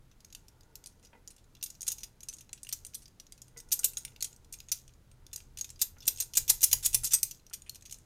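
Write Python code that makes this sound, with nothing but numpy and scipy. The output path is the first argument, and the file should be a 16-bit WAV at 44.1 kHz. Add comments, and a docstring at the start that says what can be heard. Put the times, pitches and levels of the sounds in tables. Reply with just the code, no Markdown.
"""Faint, high steel ticks open over a fading desk boom and quiet room tone; then knocks crowd in and harden.
Interlocked steel puzzle pieces are jiggled in the hands above a desk, close to a microphone. Each knock
is a chatter of random contacts ringing finger-damped modes, with a fine rattle of grazing pieces around it.
Noise through the desk modes makes soft bumps and sleeve hiss; noise in three low bands makes the boom.
A small room answers with sparse decaying echoes, and shaped steady noise is the room tone."""
import sys
import numpy as np
from scipy import signal
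from scipy.fft import rfft, irfft
from scipy.io import wavfile
from scipy.ndimage import uniform_filter1d

SR = 44100
rng = np.random.default_rng(int(sys.argv[2]) if len(sys.argv) > 2 else 0)


def wav_record(signal):
    """Record a signal, one row per channel, as 16-bit PCM in the file named by sys.argv[1]."""
    frames = np.transpose(np.atleast_2d(signal))
    bounded = np.clip(frames, -1, 1)
    # unit amplitude maps onto the largest positive 16-bit level
    quanta = np.round(bounded * 32767).astype(np.int16)
    wavfile.write(sys.argv[1], SR, quanta)


N = 355049


def gain_of(db):
    """Decibels to amplitude."""
    return 10 ** (np.asarray(db) / 20)


def evened(x):
    """Scales to rms 1."""
    return x / np.sqrt(np.mean(x ** 2) + 1e-20)


def read(points, hz):
    """Reads a table on a log-frequency axis."""
    f, value = np.transpose(points)
    return np.interp(np.log(hz + 1), np.log(f + 1), value)


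def follow(points):
    """Reads a table over time, one value per sample."""
    return np.interp(np.arange(N) / SR, *np.transpose(points))


def add(mix, s, sound):
    """Mixes a sound in at time s."""
    part = mix[round(s * SR):][:len(sound)]
    part += sound[:len(part)]


# steel knocks: [t/s, peak level/dB, favoured mode f/Hz, favoured mode gain/dB,
#                clack level/dB, upper ring level/dB, chatter length/s]; both levels relative to the main ring
KNOCKS = [(0.114, -53, 6200, 13, -4, -24, 0.005), (0.205, -48.5, 5000, 11, -12, -16, 0.0029),
          (0.247, -40.5, 6300, 3, -17, -18, 0.002), (0.303, -50.0, 6550, 6, -13, -24, 0.0027),
          (0.326, -39.5, 6660, 0, -20, -23, 0.0029), (0.349, -32.5, 5700, 10, -11.5, -11, 0.0021),
          (0.483, -42.5, 5700, 3, -22, -13, 0.0024), (0.608, -49, 4960, 12, -32, -24, 0.0017),
          (0.633, -53.5, 6700, 10, -14, -23, 0.003), (0.755, -31.5, 6300, 1, -25, -15.5, 0.0022),
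          (0.84, -39, 4880, 9, -18, -17, 0.0017), (0.86, -33.5, 9100, 7, -19.5, -17, 0.0025),
          (0.871, -34, 9700, 0, -18, -5, 0.002), (0.997, -55.0, 11100, 7, -6, -10, 0.0026),
          (1.028, -53, 7100, 7, -16, -14, 0.0091), (1.049, -44.5, 5050, 19, -21, -18, 0.0057),
          (1.07, -49.0, 5730, 12, -14, -22, 0.003), (1.276, -32.5, 6900, 23, -21, -10.5, 0.0026),
          (1.304, -44.5, 9760, 7, -12, -4, 0.0065), (1.364, -48.5, 7610, 15, -16, -10, 0.0027),
          (1.381, -52.0, 7560, 7, -8, -15, 0.0077), (1.442, -55.0, 6960, 4, -14, -11, 0.0033),
          (1.551, -44, 2840, 10, -9, -24, 0.0026), (1.568, -48, 3450, 25, -13, -31, 0.0025),
          (1.612, -45, 6020, 10, -12, -31, 0.003), (1.627, -24.0, 9460, 13, -11.5, -13, 0.0036),
          (1.637, -23.5, 12200, 3, -30, -2, 0.0028), (1.661, -32.0, 6800, 1, -23, -21, 0.0036),
          (1.702, -33.0, 7000, 9, -24, -12, 0.0027), (1.751, -46, 6200, 7, -18, -26, 0.0028),
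          (1.808, -30.5, 6700, 6, -26, -14, 0.0018), (1.818, -24.5, 6530, 9, -26, -9, 0.0016),
          (1.83, -27.5, 6700, 16, -17, -2, 0.0018), (1.867, -30.5, 8430, 2, -10, -7, 0.0057),
          (1.879, -17, 6680, 15, -18.5, -5.5, 0.0042), (1.902, -28.5, 6640, 10, -23, -19, 0.006),
          (1.918, -24, 6640, 4, -24, -13, 0.0035), (1.983, -35, 6470, 5, -19, -16, 0.0046),
          (2.005, -42.5, 6060, 9, -18, -16, 0.006), (2.033, -29.5, 9540, 18, -15, -17, 0.0043),
          (2.206, -37.5, 6160, 12, -12, -13, 0.0018), (2.232, -34.5, 6730, 6, -14, -9, 0.0033),
          (2.286, -25.0, 6120, 24, -13.5, -6.5, 0.0039), (2.328, -40.5, 8660, 13, -4, -9, 0.0035),
          (2.337, -33.5, 6570, 14, -21, -5, 0.003), (2.367, -43, 8700, 13, -29, -10, 0.0024),
          (2.385, -41.0, 6500, 7, -17, -11, 0.0044), (2.408, -41, 6200, 10, -14, -11, 0.0041),
          (2.493, -45, 4010, 16, -1, -17, 0.0017), (2.5305, -28, 7610, 32, -11, -8, 0.0019),
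          (2.576, -46, 7240, 9, -8, -20, 0.0057), (2.632, -28.5, 9380, 11, -34, -7, 0.0018),
          (2.648, -41, 6100, 7, -8, -7, 0.0018), (2.669, -38, 2820, 18, -14, -7, 0.0018),
          (2.69, -30, 8660, 13, -14, -18, 0.002), (2.716, -41.0, 4340, 9, -6, -31, 0.0023),
          (2.726, -21.5, 5900, 3, -23, -15, 0.0024), (2.73, -24, 5920, 14, -19, -10, 0.004),
          (2.849, -29, 6640, 1, -15, -3, 0.0024), (2.866, -33.5, 6050, 3, -33, -10, 0.0024),
          (2.936, -43, 7160, 7, -12, -25, 0.003), (2.945, -29, 6300, 7, -35, -21, 0.0023),
          (2.95, -27, 11260, 7, -19, -6, 0.0026), (3.02, -47, 9540, 17, -16, -11, 0.0085),
          (3.057, -41.5, 4840, 14, -19, -34, 0.0028), (3.08, -46.0, 4850, 10, -15, -15, 0.0026),
          (3.199, -34.5, 5860, 11, -15, -16, 0.0025), (3.267, -45.5, 6700, 7, -19, -39, 0.0025),
          (3.3224, -35, 4800, 4, -12, -6, 0.0029), (3.378, -44.5, 6040, 2, -8, -17, 0.0042),
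          (3.418, -34.0, 6880, 20, -20, -9, 0.0025), (3.4815, -46.0, 8700, 10, -13, -13, 0.0021),
          (3.572, -34.5, 6550, 6, -29, -14, 0.0093), (3.602, -33, 8200, 16, -21, -15, 0.0019),
          (3.688, -50, 9150, 7, -22, -18, 0.004), (3.708, -46.5, 10800, 1, -8, -4, 0.0027),
          (3.717, -17, 13050, 6, -32, -41, 0.0058), (3.721, -18, 4770, 5, -37, -12, 0.0048),
          (3.725, -15.0, 12280, 16, -15, 5, 0.0048), (3.792, -21.5, 8500, 16, -37, -12, 0.002),
          (3.833, -30.5, 2820, 7.5, -9, -13, 0.0081), (3.8437, -9.5, 12120, 1.5, -23.5, -9, 0.0044),
          (3.934, -37.5, 8440, 2, -9, 0, 0.003), (3.971, -20.5, 6630, 10.5, -17.5, -20, 0.0017),
          (3.981, -28, 9000, 5, -25, -2, 0.0033), (4.05, -25.5, 6070, 9, -4.5, 0.5, 0.0019),
          (4.079, -44, 3540, 5, -1, -16, 0.003), (4.12, -55.0, 6640, 7, -2, -17, 0.003),
          (4.162, -41.0, 2800, -3, -3, -21, 0.0016), (4.207, -31.5, 4240, 24, -19, -11, 0.0045),
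          (4.225, -17.5, 6730, 14, -19.5, -15, 0.0015), (4.244, -23.0, 6800, 8, -17, -10, 0.0044),
          (4.329, -42.5, 6900, 19, -15, -16, 0.0019), (4.363, -44, 8300, 11, -38, -14, 0.0019),
          (4.446, -51.5, 6650, -11, -21, -21, 0.003), (4.5254, -31, 8240, 3.5, -26, -2, 0.0047),
          (4.539, -33, 6540, 9, -18, -33, 0.0024), (4.55, -39.5, 8450, 10, -21, -10, 0.003),
          (4.588, -42, 6560, 7, -23, -22, 0.0017), (4.603, -34, 6630, 2, -12, -24, 0.00083),
          (4.686, -37.5, 6560, 14, -5, -12, 0.0049), (4.717, -16.5, 5800, 3, -31, -15.5, 0.0043),
          (4.7208, -16.5, 6120, 17, -14.5, -11, 0.002), (4.879, -42.5, 6480, 5, -12, -11, 0.0031),
          (4.893, -52.5, 4030, 12, -4, -45, 0.0026), (4.937, -52.0, 7000, 12, -14.5, -18, 0.0026),
          (5.115, -49.5, 8500, 8, -10.5, -7.5, 0.0025), (5.2658, -39.5, 3480, 9, -12, -15, 0.0012),
          (5.315, -55.0, 3500, 9, -10, -27, 0.0026), (5.3308, -29.5, 6820, 14, -18, -11, 0.0047),
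          (5.3604, -23.5, 6800, 4, -26, -15.5, 0.0013), (5.376, -38, 9030, 7, -11, -8, 0.0047),
          (5.404, -38.5, 7130, 13, -4, -16, 0.0022), (5.573, -31.5, 6090, 5.5, -7, -11.5, 0.0026),
          (5.586, -30.5, 9300, 8, -13, -12, 0.0051), (5.611, -21.0, 6550, 14, -18, -9, 0.0017),
          (5.644, -30.5, 7000, 9, -13, -19, 0.0039), (5.692, -39, 5490, 7, -20, -21, 0.0018),
          (5.703, -29.5, 7620, 29, -14, -9, 0.0023), (5.76, -47.5, 4850, 11, -14, -35, 0.0023),
          (5.793, -36.5, 8600, -3, -14, -12, 0.021), (5.8154, -12.5, 6700, 0, -23.5, -14.5, 0.0042),
          (5.984, -48.5, 6120, 7, -34, -29, 0.0038), (6.005, -41, 5210, 19, -25, -37, 0.0035),
          (6.022, -42, 3470, 18, -17, -20, 0.0082), (6.055, -36, 6990, 12, -12, -13, 0.0035),
          (6.068, -25, 8520, 8, -24, -5, 0.0098), (6.0786, -9.5, 6200, -7, -20.5, -17, 0.0027),
          (6.161, -38, 6660, 7, -15, -9, 0.0027), (6.174, -33.5, 7100, 10, -19, -13, 0.0019),
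          (6.183, -33.5, 8240, 20, -10, -18, 0.0091), (6.202, -16.0, 6400, 9, -21, -13.5, 0.0049),
          (6.223, -24.5, 8790, 13, -15, -8, 0.0026), (6.336, -27, 5800, 11, -10, -11, 0.003),
          (6.353, -23, 6550, 8, -15.5, -8, 0.0053), (6.3706, -9.0, 7060, 18, -19, -9.5, 0.0044),
          (6.379, -24, 8500, 9, -16, -7, 0.0033), (6.479, -25, 12200, 6, -15, -16, 0.0095),
          (6.4948, -13, 6500, 6, -31, -17, 0.0021), (6.4984, -6, 6400, 3, -21.5, -9, 0.0032),
          (6.608, -27.5, 8700, -2, -18, -8, 0.0049), (6.618, -23, 12700, 11, -21, -7, 0.0034),
          (6.63, -10, 5860, 7, -13.5, -7, 0.0044), (6.639, -6, 10680, 3, -30, -9, 0.0028),
          (6.713, -21.5, 12200, 1, -13.5, -11, 0.0055), (6.729, -6, 10870, 6, -20.5, -14, 0.0025),
          (6.827, -24.5, 6460, 2, -18, -12, 0.02), (6.849, -16.0, 6900, 13, -31, -15, 0.0062),
          (6.861, -9.5, 7770, 21.5, -20.5, -8.5, 0.0023), (6.93, -26, 5650, 9, -8.5, -4, 0.0084),
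          (6.945, -8, 9760, 15, -23, -13, 0.0034), (7.035, -25.5, 10160, 12, -6, -1, 0.0041),
          (7.044, -18.5, 12600, 9, -22, -7, 0.005), (7.064, -23, 6480, 12, -17.5, -8, 0.0053),
          (7.108, -20, 6120, 14, -13.5, -8, 0.035), (7.135, -9, 8220, 16, -32, -12, 0.0058),
          (7.2303, -8.5, 8180, 12, -21, -11.5, 0.0024), (7.311, -29, 6170, 11, -20, -19, 0.0029),
          (7.347, -47.0, 6300, 6.5, -28, -29, 0.0035), (7.397, -54.5, 4120, 17, -12, -27.5, 0.0028),
          (7.466, -41.5, 5800, 5, -24, -20, 0.0023), (7.498, -46.0, 7250, 11, -11, -1, 0.0027),
          (7.53, -37, 2740, 14, -12, -8, 0.003), (7.535, -27, 12350, -1, -15.5, -10, 0.0052),
          (7.62, -36.5, 6770, 12, -6, 4, 0.0019), (7.663, -49, 2630, 8, 15, 2, 0.014),
          (7.6946, -27.0, 4390, 19.5, -25, -15, 0.0016), (7.747, -38.5, 8240, 14, -15, -14, 0.0024),
          (7.756, -40, 6660, -2, -15, -14, 0.0034), (7.81, -49, 7740, 4, -14, -10, 0.003),
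          (7.823, -43.0, 6620, 7, -10, -13, 0.0027), (7.854, -38.5, 6430, 10, -11, -16, 0.0081),
          (7.8965, -40, 6040, 1, -11, -14, 0.0031), (7.911, -34, 6550, 3, -22, -10, 0.003),
          (7.925, -27.5, 6470, 8, -12.5, -7, 0.0024), (7.943, -36, 6350, 8, -20, -12, 0.0027),
          (7.986, -45.5, 5970, 8, -12, 0, 0.0015)]
# clack, main, upper and top ring of a usual knock: [f/Hz, level/dB]
USUAL_BANDS = [(2500, -21.5), (5800, 4.5), (9200, -9.5), (13300, -11)]
TOP_DB, TOP_SLOPE = -8.5, 0.38  # top ring: dB at a full-scale knock, dB per dB of force
SHARP, SHARP_SLOPE = 0.54, -0.0087  # share of the first contact at full scale, change per dB of force
SCRAPE_S = 0.02  # a chatter this long halves the share of the first contact
GRIP = 2.13  # damping factor of the fingers


def knock(db, favoured_hz, favour_db, clack_db, upper_db, chatter_s):
    """A first contact, then random rebounds; hard knocks put more weight on a swelling chatter."""
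    band_hz, usual_db = np.transpose(USUAL_BANDS)
    wanted_db = np.array([clack_db, 0, upper_db, TOP_DB + TOP_SLOPE * db])
    colour = list(zip(band_hz, wanted_db - usual_db))

    u = np.arange(2048) / SR / max(chatter_s, 0.0005)
    sharp = np.clip((SHARP + SHARP_SLOPE * db) / (1 + chatter_s / SCRAPE_S), 0, 1)
    fade = sharp * np.exp(-u) + (1 - sharp) * u * np.exp(1 - u)

    draw = rng.random((6, 2048))
    rebounds = draw[:3] < 700 / SR  # about 700 per second for each of three contacts
    sizes = 0.68 * np.cos(np.pi * draw[3:])  # random strength and sign
    trains = rebounds * fade * sizes
    trains[0, 0] = sharp

    contacts = strikes(favoured_hz, favour_db, colour, GRIP, count=3)
    out = radiated(signal.fftconvolve(trains, contacts, axes=1).sum(0))
    return gain_of(db) * out / abs(out).max()


# ringing modes of the pieces, before finger damping: [f/Hz, level/dB, t60/s]
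PIECES = [(2115, -36.0, 0.071), (2500, -27, 0.36), (2783, -15, 0.028), (3545, -12.5, 0.026),
          (4086, -16.5, 0.11), (4847, -12.5, 0.065), (5307, -10.0, 0.049), (5806, 0, 0.016),
          (6010, -6.5, 0.063), (6625, 1, 0.024), (6920, -3.0, 0.011), (8673, -10, 0.068),
          (9800, -10.5, 0.029), (10310, -7.5, 0.055), (9166, -4, 0.022), (10850, -11.5, 0.062),
          (12030, -6, 0.052), (11120, -14.5, 0.079), (12110, -5.0, 0.044), (12760, -2, 0.039),
          (14220, 1.0, 0.018), (13800, -21, 0.05), (14830, -15.5, 0.059), (14040, -18.5, 0.05),
          (16600, -23, 0.089), (4316, -13.5, 0.019), (7690, -15.5, 0.014), (8210, -12.5, 0.046),
          (10100, -13.0, 0.0077)]
# colour of the bare contact: [f/Hz, level/dB]
TICK = [(300, -34.5), (900, -28), (2000, -17), (4000, -3.5), (6500, 7), (10000, -1), (14000, -7.5),
        (16500, -27.5)]


def strikes(favoured_hz, favour_db, colour, grip, count):
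    """Several single contacts, each a noise tick plus the damped modes of a slightly different piece."""
    hz, mode_db, t60 = (c[:, None] for c in np.transpose(PIECES))
    luck = rng.standard_normal((3, count, len(PIECES), 1))
    f = np.fft.rfftfreq(4096, 1 / SR)
    # the way the pieces hang leaves the modes near one frequency free: louder, longer and truer
    free = np.exp(-(np.log(hz / favoured_hz) / 0.037) ** 2)
    size_db = mode_db + read(colour, hz) + favour_db * free + 2.16 * luck[0]
    size = gain_of(size_db) * np.sign(luck[1])

    # like pieces are never tuned quite alike
    pulled_hz = hz + 0.65 * free * (favoured_hz - hz)
    own_hz = pulled_hz * (1 + 0.011 * (1 - 0.64 * free) * luck[2])

    # fingers shorten the ring; soft skin soaks up the slow bending modes most
    loss_hz = np.log(1000) * grip * (1 - 0.5 * free) / t60 / (2 * np.pi)
    loss_hz = loss_hz + 50 * (2500 / hz) ** 3
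    rings = irfft((size / (loss_hz + 1j * (f - own_hz))).sum(1))

    # the bare contact: a few milliseconds of coloured noise
    burst = rng.standard_normal((count, 512)) * np.exp(-np.arange(512) / SR / 0.0012)
    tick_gain = gain_of(read(TICK, f) + read(colour, f))
    ticks = irfft(rfft(np.roll(burst, 8, axis=1), 4096) * tick_gain)
    both = rings / abs(rings).max() + gain_of(-1.5) * ticks / abs(ticks).max()
    return both[:, :3072]


def radiated(x):
    """Pieces this small radiate little bass: a gentle high-pass at 1200 Hz."""
    return signal.sosfilt(signal.butter(2, 1200, "high", fs=SR, output="sos"), x)


IDLE_DB = -88  # loose pieces graze all the time
SETTLE_DB, SETTLE_S = -45, 0.028  # swell relative to the knock's peak, seconds to its height


def rattle():
    """A random hail of tiny contacts of uneven size, swelling after each knock as the pieces settle."""
    level = np.full(N, gain_of(IDLE_DB))
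    u = np.arange(SR // 2) / SR / SETTLE_S
    for s, db, *_ in KNOCKS:
        add(level, s, gain_of(db + SETTLE_DB) * u * np.exp(1 - u))

    draw = rng.random((12, N))
    sizes = gain_of(-2.5 * np.log(draw[6:] + 0.00096))  # mostly small, a few much larger
    trains = (draw[:6] < 250 / SR) * sizes  # about 250 per second of each kind
    kinds = strikes(6440, 5, [(2500, 2.5), (6000, 0.0), (14000, -6.5)], 3.5, count=6)
    hail = signal.oaconvolve(trains, kinds, axes=1).sum(0)[:N]
    return level * evened(radiated(hail))


# soft bumps on the desk: [t/s, peak level/dB, favoured mode f/Hz, puff level/dB relative to the ring]
BUMPS = [(1.033, -59, 456, -6), (1.13, -47.5, 937, 0), (1.149, -49.5, 1010, -15), (1.173, -57.5, 466, -10),
         (2.491, -61, 890, -10), (3.563, -48, 424, -14), (3.792, -53.5, 1410, -5), (3.968, -54, 1450, -9),
         (4.715, -51, 1520, -4.5), (5.218, -65, 401, -3), (5.966, -52.5, 1390, 1), (6.2, -51, 380, -10),
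         (6.373, -45, 490, 0.5), (6.502, -38.5, 925, 1), (6.626, -44.5, 464, -2), (6.729, -39.5, 926, -11),
         (6.856, -46, 920, -2.5), (6.944, -43.5, 939, -17), (7.031, -48, 1430, -12), (7.133, -40, 1440, -5),
         (7.509, -51, 1420, -1), (7.754, -64, 900, -7)]
BUMP_S = 0.0055  # decay of the blow, seconds


def bump(db, favoured_hz, puff_db):
    """A soft blow spread over some milliseconds: a dull puff and the ring of the desk."""
    u = np.arange(4000) / SR / BUMP_S
    drive = rng.standard_normal(4000) * np.sqrt(u) * np.exp(-u)
    ring = desk_ring(favoured_hz, 14.4, drive)[:4000]
    puff = signal.sosfilt(signal.butter(4, [350, 2700], "band", fs=SR, output="sos"), drive)
    out = evened(ring) + gain_of(puff_db) * evened(puff)
    return gain_of(db) * out / abs(out).max()


# low modes of the desk top: [f/Hz, level/dB, t60/s]
DESK_TOP = [(247, -21, 0.031), (393, -18, 0.061), (475.6, -1.5, 0.05), (624, -7, 0.028), (910, 5.5, 0.02),
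            (1433, -2.5, 0.04), (1990, -1.5, 0.09)]


def desk_ring(favoured_hz, favour_db, drive):
    """Decaying sine modes of the desk top, driven by a force; modes near one frequency are favoured."""
    hz, mode_db, t60 = (c[:, None] for c in np.transpose(DESK_TOP))
    t = np.arange(4000) / SR
    spot_db = favour_db * np.exp(-(np.log(hz / favoured_hz) / 0.11) ** 2)
    modes = gain_of(mode_db + spot_db - 60 * t / t60) * np.sin(2 * np.pi * hz * t)
    return signal.oaconvolve(drive, modes.sum(0))


# sleeves dragging over the desk: [t/s, level/dB]
RUB = [(0.0, -88), (0.69, -72), (1.14, -81), (1.61, -84), (1.97, -71.5), (2.49, -89), (2.87, -78),
       (3.1, -90), (3.7, -71.5), (4.39, -75), (5.039, -90), (5.27, -77.5), (5.87, -83), (6.08, -69.5),
       (6.43, -75.5), (6.9, -73), (7.26, -91), (8.05, -88)]


def rub():
    """Cloth friction, a smoothed noise force, hisses faintly in the desk modes."""
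    friction = uniform_filter1d(rng.standard_normal(N), size=18)
    return gain_of(follow(RUB)) * evened(desk_ring(1400, 5, friction)[:N])


def room(x):
    """Two random echo tails, faded in and out in turn by a steady rotation, so the echoes vary."""
    turn = 2 * np.pi * 3.1 * np.arange(N) / SR  # 3.1 turns per second
    shares = (np.cos(turn), np.sin(turn))
    return sum(signal.oaconvolve(x * share, room_tail())[:N] for share in shares)


# reverberation time of the room: [f/Hz, t60/s]
ROOM_T60 = [(500, 0.29), (2000, 0.24), (6000, 0.16), (12000, 0.19), (16000, 0.18)]


def room_tail():
    """Sparse taps of random sign, one in every 20 samples, each band dying at its own speed."""
    taps = np.zeros(SR // 2)
    at = np.arange(160, len(taps) - 20, 20)
    taps[at + rng.integers(0, 20, len(at))] = rng.choice([-1., 1.], len(at))
    hz, t, z = signal.stft(taps, SR, nperseg=128)
    decay = gain_of(-60 * t / read(ROOM_T60, hz)[:, None])
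    tail = signal.istft(z * decay, SR, nperseg=128)[1]
    return tail / np.linalg.norm(tail)


# lowest desk resonances: [f/Hz, width/Hz, level/dB relative to REST_DB, rise in dB per dB of shaking]
DESK_BOOM = [(29.5, 28.3, -3, 0.95), (81.7, 10.7, -9, 1.17), (125.4, 16, -8.5, 0.94)]
# forearms shaking the desk: [t/s, level/dB]
ARMS = [(0.0, -52), (0.04, -60), (0.13, -66.5), (0.33, -66.5), (2.55, -63.5), (2.82, -58.5), (3.18, -68),
        (3.68, -61), (5.99, -58), (6.17, -55), (6.32, -60), (6.43, -46.5), (6.48, -52.5), (6.55, -48.5),
        (6.64, -58), (6.77, -47), (6.84, -53.5), (7.02, -48), (7.11, -59), (7.26, -54.5), (7.31, -61),
        (8.05, -61)]
REST_DB = -60  # shaking at which the resonances keep their listed balance


def desk_boom():
    """Noise in the lowest desk resonances, each rising with the shaking arms at its own rate."""
    f = np.fft.rfftfreq(N, 1 / SR)
    z = rfft(rng.standard_normal(N))
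    over_db = follow(ARMS) - REST_DB
    boom = np.zeros(N)
    for hz, width, db, rise in DESK_BOOM:
        band = irfft(z / (1 + (2 * (f - hz) / width) ** 2), N)
        boom += gain_of(REST_DB + db + rise * over_db) * evened(band)
    return boom


# spectrum of the room tone: [f/Hz, relative level/dB per Hz]
TONE = [(12, -21), (20, -2.5), (135, -11), (273, -16.5), (616, -25), (709, -26.5), (966, -29),
        (1320, -29.5), (2580, -35), (2810, -35), (3940, -35), (8650, -40.5), (9950, -38.5), (15200, -43),
        (16500, -50)]
TONE_DB = -69  # rms level of the part above 150 Hz


def room_tone():
    """Steady coloured noise, levelled by its part above the boom."""
    f = np.fft.rfftfreq(N, 1 / SR)
    z = rfft(rng.standard_normal(N)) * gain_of(read(TONE, f))
    return gain_of(TONE_DB) * irfft(z, N) / irfft(z * (f > 150), N).std()


def scene():
    """Puzzle and desk, their echo, boom and room tone."""
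    puzzle, desk = rattle(), rub()
    for s, *row in KNOCKS:
        add(puzzle, s, knock(*row))
    for s, *row in BUMPS:
        add(desk, s, bump(*row))
    # the push of each knock travels down the arms into the desk
    pushed = gain_of(-60.5) * desk_ring(340, 4.7, abs(puzzle))[:N]
    near = puzzle + desk + pushed
    return (near + gain_of(-12) * room(near) + desk_boom() + room_tone())[None]


def record(dry):
    """The band limit: a steep low-pass at 16 kHz."""
    lowpass = signal.firwin(255, 16000, window=("kaiser", 9), fs=SR)
    return signal.oaconvolve(dry, lowpass[None], "same")


dry = scene()
out = record(dry)
wav_record(out)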